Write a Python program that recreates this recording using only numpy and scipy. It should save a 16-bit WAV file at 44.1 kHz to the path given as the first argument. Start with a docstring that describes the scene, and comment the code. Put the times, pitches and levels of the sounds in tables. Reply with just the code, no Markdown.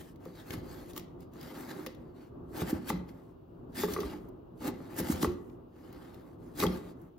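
"""A wooden rod scrapes up and down through a slot in a hollow cardboard box, lifting a cardboard plane.
A hand works this toy in a quiet kitchen, close to a small stereo microphone. The rubbing makes paper
fibres fizz and the box's panels hum. At the ends of the strokes, rod and plane knock on the box.
Paper edges tick as they snap past each other. Dull low bumps come from flexing cardboard and from one
soft puff of air on the microphone. The kitchen adds a short echo, a low rumble and a faint hiss."""
import sys
import numpy as np
from scipy import signal
from scipy.fft import rfft, irfft
from scipy.io import wavfile
from scipy.ndimage import uniform_filter1d

SR = 44100
rng = np.random.default_rng(int(sys.argv[2]) if len(sys.argv) > 2 else 0)


def persist_wave(psi):
    """Save psi, clipped to +-1, as 16-bit WAV."""
    counts = np.round(np.clip(psi, -1, 1) * 32767).astype(np.int16)
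    wavfile.write(sys.argv[1], SR, np.atleast_2d(counts).T)


N = 316638


def gain_of(db):
    """Turns decibels into a number to multiply a sound by."""
    return 10 ** (np.asarray(db) / 20)


def unit_level(x):
    """Scales a signal so that its average size (rms) is 1."""
    return x / np.sqrt(np.mean(x ** 2) + 1e-20)


def look_up(points, hz):
    """Reads between the rows of a (frequency, value) table, with octaves evenly spaced."""
    f, value = np.transpose(points)
    return np.interp(np.log(hz + 1), np.log(f + 1), value)


def frequencies(x):
    """The frequencies in a sound's spectrum."""
    return np.fft.rfftfreq(x.shape[-1], 1 / SR)


def coloured(x, points):
    """Makes each frequency louder or softer, following a table of f/Hz, level/dB."""
    return irfft(rfft(x) * gain_of(look_up(points, frequencies(x))), x.shape[-1])


def resonate(x, hz, sharpness):
    """Lets a sound ring at one pitch; the sharper the resonance, the longer it rings."""
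    return signal.lfilter(*signal.iirpeak(hz, sharpness, SR), x)


def add(mix, start_s, sound):
    """Mixes a sound in at the given time."""
    part = mix[..., max(round(start_s * SR), 0):][..., :sound.shape[-1]]
    part += sound[..., :part.shape[-1]]


def wander(per_s):
    """A random curve that heads for a new value per_s times a second."""
    steps = rng.standard_normal(8192)
    t = np.arange(N) / SR
    return unit_level(np.interp(t * per_s, np.arange(len(steps)), steps))


def stereo(pair, side):
    """Makes left and right from a shared part and a differing part; more side sounds wider."""
    return np.array([pair[0] + side * pair[1], pair[0] - side * pair[1]])


def rubbing(resting_db=-97.5, arch_power=0.85, slip_stop_s=0.011, slip_box_db=-7):
    """How hard the rod's rubbing drives three things over time: the fibres, its own edge and the box."""
    # smooth drags: start/s, length/s, level/dB, extra on the edge/dB, extra on the box/dB
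    drags = [(-0.08, .22, -70, 3, -14), (0.191, 0.16, -74, 3, 6), (0.328, 0.14, -69, 7.5, 3.5),
             (0.435, 0.19, -65.5, 4, 4), (0.606, 0.3, -66, 5, 2.5), (0.923, 0.13, -72, 3, -5),
             (1.183, 0.077, -78, 4, -6), (1.312, 0.29, -67, 5.5, 5), (1.497, .18, -63, 4, 6.5),
             (1.59, 0.35, -65, 3, 7.5), (1.86, 0.3, -88.5, 6, 14), (2.134, 0.17, -79.5, 6, 9.5),
             (2.523, 0.14, -61, -11, 11), (2.632, .17, -63, 4, 10), (2.759, 0.27, -70, 7, 10),
             (2.98, 0.37, -82.5, 0, 9.5), (3.719, 0.17, -68, 9, 3), (3.743, 0.13, -48.5, 3.5, -3.5),
             (3.807, 0.32, -60.5, 4, 4), (4.025, 0.17, -66, 8, 9), (4.14, 0.17, -80.5, -1, 5),
             (4.601, 0.12, -58, 3, 8.5), (4.676, 0.64, -72.5, 6.5, 10), (4.884, 0.47, -59.5, 5, 5),
             (5.31, 0.27, -80.5, -7, -6), (5.705, 0.55, -75.5, 6, 10.5), (6.11, 0.26, -80, 3, 8.5),
             (6.373, 0.21, -78.5, 1, 6), (6.54, .29, -62.5, 5.5, 7), (6.783, 0.16, -71.5, 4.5, 3.5),
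             (6.948, 0.16, -83.5, -18, 11)]
    # the rod sticks, then slips: fastest moment/s, level/dB, build-up/s, extra on the edge/dB
    slips = [(0.013, -61.5, 0.018, 3), (.355, -67, .004, 5), (.538, -53.5, 0.022, 3),
             (0.908, -60, 0.022, 0), (0.976, -51.5, 0.016, -2), (1.612, -59, 0.029, -1),
             (1.715, -58.5, 0.027, 7), (2.58, -52.5, 0.026, 1), (2.618, -49.5, 0.023, 3),
             (2.707, -48.5, 0.027, 4), (2.897, -43.5, 0.016, 1), (3.093, -70, .008, 8),
             (3.815, -46, 0.015, -16), (3.941, -49, 0.055, 0.5), (4.006, -57.5, 0.0043, 12),
             (4.678, -45.5, 0.024, 0), (4.992, -42.5, 0.015, -4.5), (5.122, -42.5, 0.029, -2.5),
             (5.228, -39, 0.0096, -1), (5.243, -46, 0.0058, 0), (6.599, -42, 0.013, 2.5),
             (6.636, -41.5, 0.024, -1)]
    power = np.full((3, N), gain_of(resting_db) ** 2)  # the hand is never quite still
    for start, length, db, edge_db, box_db in drags:
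        t = np.arange(max(start, 0), start + length, 1 / SR)
        speed = abs(np.sin(np.pi * (t - start) / length)) ** arch_power  # speeds up, then slows down
        add(power, start, (gain_of([[db], [db + edge_db], [db + box_db]]) * speed) ** 2)
    t = np.arange(-SR // 4, SR // 4) / SR
    for when, db, build_s, edge_db in slips:
        speed = np.exp(np.minimum(t / build_s, -t / slip_stop_s))[t >= -when]
        add(power, when + t[0], (gain_of([[db], [db + edge_db], [db + slip_box_db]]) * speed) ** 2)
    return np.sqrt(power)


def fibres(per_s, spread_db):
    """Paper fibres slip in tiny random clicks of uneven size."""
    sizes = gain_of(spread_db * np.minimum(rng.exponential(1, (2, N)), 5))
    signs = rng.choice([-1, 1], (2, N))
    slipping = rng.random((2, N)) < per_s / SR
    return unit_level(sizes * signs * slipping)


def sliding(x, patch_db):
    """As the point of contact slides, narrow bands of the sound swell and fade."""
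    spectra = signal.stft(x, nperseg=512)[2]
    patches = rng.standard_normal(spectra.shape[1:])
    for _ in range(2):
        patches = uniform_filter1d(patches, size=3, axis=0)  # smooth across frequency
        patches = uniform_filter1d(patches, size=7, axis=1)  # smooth across time
    spectra *= gain_of(patch_db * unit_level(patches))
    return unit_level(signal.istft(spectra, nperseg=512)[1][:, :N])


def rod_scrape(fizz_db=5.5, panel_db=4.5):
    """The rod judders through its slot: fibres fizz, its edge rasps and the box's panels hum."""
    # tone of the fine paper fibres: f/Hz, level/dB
    fizz_tone = [(100, -37), (1500, -29), (5000, -5.5), (6800, -0.5), (7900, 8), (9200, 1.5), (10500, -2),
                 (13500, 0.5), (15800, -6.5)]
    # tone of the rod's edge on the slot: f/Hz, level/dB
    rasp_tone = [(100, -30), (800, -15), (1600, 6), (2600, -1), (3200, -0.5), (3800, -1.5), (4300, 0.5),
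                 (5000, -0.5), (5800, -11.5), (7000, -7.5), (9500, -33.5), (15000, -47)]
    # panel resonances stirred by rubbing: f/Hz, width/Hz, level/dB
    panels = [(270, 104.4, 28.5), (397, 85, 22.5), (510, 18, 22.5), (872, 106, 17), (1160, 247, 12.5),
              (2170, 83, 2)]
    judder_db = wander(per_s=420) + 1.12 * wander(per_s=45)
    on_fibres, on_edge, on_box = rubbing() * gain_of(judder_db)
    fizz = coloured(fibres(per_s=7000, spread_db=1), fizz_tone)
    fizz = sliding(fizz, patch_db=2.7) * gain_of(fizz_db) * on_fibres
    rasp = coloured(fibres(per_s=2800, spread_db=-3), rasp_tone)
    rasp = sliding(rasp, patch_db=3.5) * on_edge
    push = fibres(per_s=2400, spread_db=1) * on_box
    hum = sum((-1) ** k * gain_of(db) * resonate(push, hz, hz / width)
              for k, (hz, width, db) in enumerate(panels))
    hum = signal.sosfilt(signal.butter(2, 2800, fs=SR, output="sos"), hum)  # big panels: little treble
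    return stereo(fizz + rasp, side=0.47) + gain_of(panel_db) * stereo(hum, side=0.58)


def room_tone(rumble_db=-47.5, hiss_db=-80.5, swell_db=-2.3):
    """The room rumbles low, wavering a little, under a faint hiss."""
    # tone of the rumble: f/Hz, level/dB
    rumble_tone = [(12, -47), (20, -17), (43, -2), (181, 0.5), (208, -13.5), (243, 3), (268, -2.5),
                   (367, 0), (405, -5.5), (474, -10), (566, -15), (689, -15.5), (746, -19), (1170, -21),
                   (2200, -50), (2860, -49), (4840, -120)]
    # tone of the hiss: f/Hz, level/dB
    hiss_tone = [(500, -27), (2200, 3.5), (2800, 12.5), (3200, 8), (4000, 5), (5500, -4), (11000, -7),
                 (14000, 4), (16000, 3)]
    rumble = unit_level(coloured(rng.standard_normal((2, N)), rumble_tone))
    rumble *= gain_of(swell_db * wander(per_s=8.4))
    hiss = unit_level(coloured(rng.standard_normal((2, N)), hiss_tone))
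    return gain_of(rumble_db) * rumble + gain_of(hiss_db) * hiss


def kitchen_echo(x):
    """Sound bounces around the kitchen many times, and each frequency fades at its own speed."""
    # how long the echo takes to fade by 60 dB: f/Hz, time/s (held to at least 0.2 below)
    fade_times = [(80, 0.15), (200, 0.87), (500, 0.67), (2000, 0.58), (5000, 0.29), (14000, 0.63)]
    # strength of the echo: f/Hz, level/dB
    echo_levels = [(30, -7), (80, 1), (250, -3.5), (600, -7), (1500, -9.5), (5000, -6), (14000, -28)]
    bounces = rng.choice([-1., 1.], (2, SR)) * (rng.random((2, SR)) < .07)
    bounces[:, :SR // 200] = 0  # nothing comes back in the first 5 ms
    hz, t, spectra = signal.stft(bounces, SR, nperseg=256)
    fade = gain_of(-60 * t / np.clip(look_up(fade_times, hz), .2, 1)[:, None])
    fade *= gain_of(look_up(echo_levels, hz))[:, None] / np.sqrt(np.mean(fade ** 2, 1, keepdims=True))
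    tail = signal.istft(spectra * fade, SR, nperseg=256)[1] / np.linalg.norm(bounces[0])
    return signal.fftconvolve(x, tail, axes=1)[:, :N]


def paper_ticks(level_db=-8.5, rise_s=0.00018, fade_s=0.0035, edge_db=11.5, tilt_from_hz=630):
    """A paper edge lets go with a short crackle, dull or bright; the edge and the rod ring briefly."""
    # edges snapping past each other: t/s, level/dB, tilt towards treble/dB per octave, edge pitch/Hz
    ticks = [(0.159, -52, -2.5, 1520), (0.2536, -44, -0.5, 1940), (0.5063, -26, -5.9, 1730),
             (0.5364, -31.5, -6, 2080), (0.9334, -41.5, 0, 3790), (0.963, -31, 0.5, 3800),
             (0.9768, -23.5, 0.5, 1890), (0.996, -35, -1, 1930), (1.2057, -45, 4, 4710),
             (1.335, -46, 2, 1490), (1.411, -39, -0.5, 5000), (1.4298, -37, -1.5, 1860),
             (1.8628, -28.5, -1.5, 1850), (1.868, -29.5, -3, 1770), (1.9478, -47, -2.5, 1620),
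             (2.9009, -25.5, -4.5, 2050), (3.9363, -28, -2.5, 5860), (4.0033, -30.5, 1, 5830),
             (4.2874, -48, 3, 1560), (4.6795, -30.5, -4.5, 2010), (5.002, -21, 2.5, 2100),
             (5.228, -25, -0.5, 3970), (5.4976, -51, -7, 2390), (5.9271, -42.5, 0.5, 1990),
             (6.1437, -46, -1, 4000), (6.6014, -20, -2.5, 3760), (6.614, -23.5, -5, 2420),
             (6.623, -22, -5, 2100), (6.6654, -26.5, -4.5, 3300), (7.016, -45, 9, 1570)]
    # tone of a paper snap: f/Hz, level/dB
    snap_tone = [(100, 8), (500, -2.5), (1200, -29.5), (2000, 2.5), (4000, 5.5), (7000, 4.5), (12000, 5),
                 (16000, 10)]
    # resonances of the wooden rod: f/Hz, width/Hz, level/dB
    rod_rings = [(1250, 92, 3), (2050, 106, 3.5)]
    t, out = np.arange(4096) / SR, np.zeros((2, N))
    burst = (1 - np.exp(-t / rise_s)) * np.exp(-t / fade_s)
    for when, db, tilt, edge_hz in ticks:
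        tone = [(hz, snap_db + tilt * np.log2(max(hz, tilt_from_hz) / 4000)) for hz, snap_db in snap_tone]
        crackle = unit_level(coloured(rng.standard_normal((2, len(t))), tone)) * burst
        edge = gain_of(edge_db) * resonate(crackle, edge_hz, sharpness=16.4)
        rod = sum(gain_of(rod_db) * resonate(crackle, hz, hz / width) for hz, width, rod_db in rod_rings)
        add(out, when, gain_of(db + level_db) * stereo(crackle + edge + rod, side=0.98))
    return out


def box_knocks(boost_db=19.5, boost_octaves=0.16, lag_s=0.00085, contact_s=0.0016):
    """Each blow rings the box; where it lands sets the mix of thud, hollow body, clack and crack."""
    # blows: t/s, level/dB, extra thud/dB, extra clack/dB, body pitch/Hz, clack pitch/Hz, ring time factor
    knocks = [(0.257, -31.5, -8.5, -19, 520, 1190, 0.55), (0.506, -40, -32, -15, 290, 1360, 0.51),
              (0.537, -31.5, -5.5, -11.5, 266, 1290, 0.7), (0.964, -39.5, -0.5, -5.5, 244, 1180, 0.78),
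              (0.976, -45, -8, -1, 298, 1180, .9), (1.357, -39, -24, -16, 304, 1140, 0.42),
              (1.863, -31, -12, -11.5, 510, 1120, 0.63), (2.618, -21, -2.5, -17, 390, 1160, 0.23),
              (2.901, -21.5, -23, -4, 236, 856, 0.49), (2.92, -28.5, -2.5, -14, 264, 1280, 0.74),
              (2.938, -30.5, -0.5, -36, 253, 1290, 1), (3.834, -16.5, -13.5, -11.5, 411, 770, 0.83),
              (3.841, -39, -6, -27, 406, 834, 1), (3.883, -27.5, -26, -10.5, 423, 1160, 1.0),
              (3.963, -25, -12.5, -4.5, 416, 1190, 0.91), (3.986, -21.5, -20, -14, 410, 1210, 1.0),
              (4.032, -30.5, -7.5, -6.5, 440, 1170, 1), (4.132, -32.5, -9, -9, 304, 804, 0.99),
              (4.65, -30, -23, -19, 279, 797, 0.66), (4.686, -24.5, -16, -14, 254, 832, 0.83),
              (4.803, -34, -9, -19, 268, 834, 0.26), (4.998, -22, -6, -21, 357, 974, 0.37),
              (5.229, -25, -3, -4.5, 262, 800, 0.31), (5.245, -17.5, -19, -7.5, 404, 1140, 0.46),
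              (5.27, -21.5, -13, -41, 363, 1170, 1.0), (6.602, -29, -24, -6, 296, 875, .65),
              (6.625, -16.5, -40, -12, 454, 1130, 0.96), (6.635, -17, -24, -7, 366, 1180, 0.5),
              (6.653, -19.5, -1.5, -10.5, 314, 869, 0.72)]
    # natural tones of the box and rod: f/Hz, level/dB, fade time/s (for 60 dB; shortened below)
    box_tones = [(63.2, -9.5, 0.61), (80.8, 0, 0.17), (127, 4, 0.035), (179.8, 0, 0.47), (236.5, 2.5, 0.21),
                 (264.1, 1, 0.13), (296, -2.5, 0.19), (357.2, 0.5, 0.2), (409.3, 4.5, 0.13),
                 (518, -2, 0.24), (660, -6, 0.068), (860, 5.5, 0.081), (1130, 1, 0.11), (1180, 10, 0.045),
                 (1290, 0.5, 0.17), (1840, -22, 0.019), (1990, 11.5, 0.096), (2194, 13, 0.017),
                 (2400, 3, 0.039), (2700, -1, 0.03), (3340, -14, 0.013), (4330, 2, 0.01)]
    t, out = np.arange(SR // 2) / SR, np.zeros(N)
    hz, tone_db, fade_s = np.transpose(box_tones)[:, :, None]
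    fade_s = np.minimum(fade_s, 80 / hz)  # at most 80 swings
    band = np.digitize(hz[:, 0], [220, 650, 1600])  # borders in Hz between thud, body, clack and crack
    age = np.maximum(t - lag_s * np.sqrt(300 / hz), 0)  # low bending waves arrive later
    onset = 1 - np.exp(-(2 * age * hz) ** 2)
    onset *= 1 - np.exp(-t / contact_s)  # soft cardboard cushions the blow
    swing = gain_of(tone_db) * np.sin(2 * np.pi * hz * age) * onset
    for when, db, thud_db, clack_db, body_hz, clack_hz, ring in knocks:
        nearness = sum(np.exp(-(np.log2(hz / f) / boost_octaves) ** 2) for f in (body_hz, clack_hz))
        lift_db = boost_db * nearness * ring ** 2  # a blow that stays in contact stirs all tones alike
        tones = swing * gain_of(lift_db - 60 * age / (fade_s * ring))
        band_levels = [thud_db - 10.5, -12, clack_db - 10, clack_db - 22.5]  # crack grows with clack
        for k, band_db in enumerate(band_levels):
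            part = tones[band == k].sum(0)
            add(out, when, gain_of(db + band_db) * part / np.std(part[:SR // 40]))
    return out


def low_bumps():
    """Dull low bumps of a swing or two: flexing cardboard, and one soft puff of air on the microphone."""
    # bumps (the one at 4.062 s is the puff of air): middle/s, level/dB, f/Hz, half length/s
    bumps = [(0.583, -37.5, 107, 0.0093), (2.634, -43, 190, 0.0044), (2.732, -16.5, 270, 0.0029),
             (2.753, -36, 80, 0.014), (2.943, -33, 180, 0.011), (4.062, -35, 63.7, 0.015),
             (4.656, -30.5, 240, 0.0059), (4.687, -27.5, 270, 0.0044), (5.044, -42, 83.3, 0.017),
             (5.102, -16, 252, 0.0035), (5.138, -33.5, 79.6, 0.017), (5.235, -12, 235, 0.0016),
             (5.279, -29.5, 78, 0.013), (6.676, -36.5, 176, 0.0066)]
    t, out = np.arange(-SR // 10, SR // 10) / SR, np.zeros(N)
    for when, db, hz, half_s in bumps:
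        swell = np.exp(-(t / half_s) ** 2)
        swing = np.cos(2 * np.pi * hz * t)
        swing -= np.average(swing, weights=swell)  # the wave's ups and downs cancel out
        add(out, when + t[0], -gain_of(db) * swing * swell)
    return out


def scene():
    """The close sounds, their echo and the sound of the room."""
    close = rod_scrape() + box_knocks() + low_bumps() + paper_ticks()
    return close + kitchen_echo(close) + room_tone()


def record(dry, low_cut_hz=34, high_cut_hz=15900):
    """The microphone's two sides hear each frequency a little differently; the extremes are cut off."""
    # stereo width: f/Hz, gain on the difference between the sides/dB
    widths = [(40, -20), (80, -9.5), (160, -15.5), (350, -3.5), (700, 3), (1100, -2.5), (1500, 1.5),
              (2100, -2), (6800, -4.5), (8300, -34), (9300, -17), (11000, 5), (13000, -19)]
    # how far the left side's wave runs ahead: f/Hz, phase/rad
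    left_lead = [(300, 0), (550, .7), (800, -.3), (1150, .1), (1450, -.7), (2100, .3), (2850, 1.2),
                 (4200, .4), (5150, 1.0), (5800, -1.6), (6500, -1.0), (7700, -2.9), (9300, -3.2),
                 (12500, -6.28)]
    # how much louder the left side is: f/Hz, level/dB
    balance = [(80, -0.5), (160, 1), (300, -1.5), (600, 2.5), (1100, 1.5), (2000, -1), (3000, 6),
               (6500, 2.5), (8000, 1)]
    low_cut = signal.butter(2, low_cut_hz, "high", fs=SR, output="sos")
    high_cut = signal.firwin(511, high_cut_hz, window=("kaiser", 9), fs=SR)
    left, right = rfft(signal.sosfilt(low_cut, dry))
    hz = frequencies(dry)
    pair = stereo([(left + right) / 2, (left - right) / 2], side=gain_of(look_up(widths, hz)))
    half = np.array([[.5], [-.5]])  # each side takes half, in opposite directions
    pair *= np.exp(1j * half * look_up(left_lead, hz))
    pair *= gain_of(half * look_up(balance, hz))
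    return signal.oaconvolve(irfft(pair, N), high_cut[None], "same")


dry = scene()
out = record(dry)
persist_wave(out)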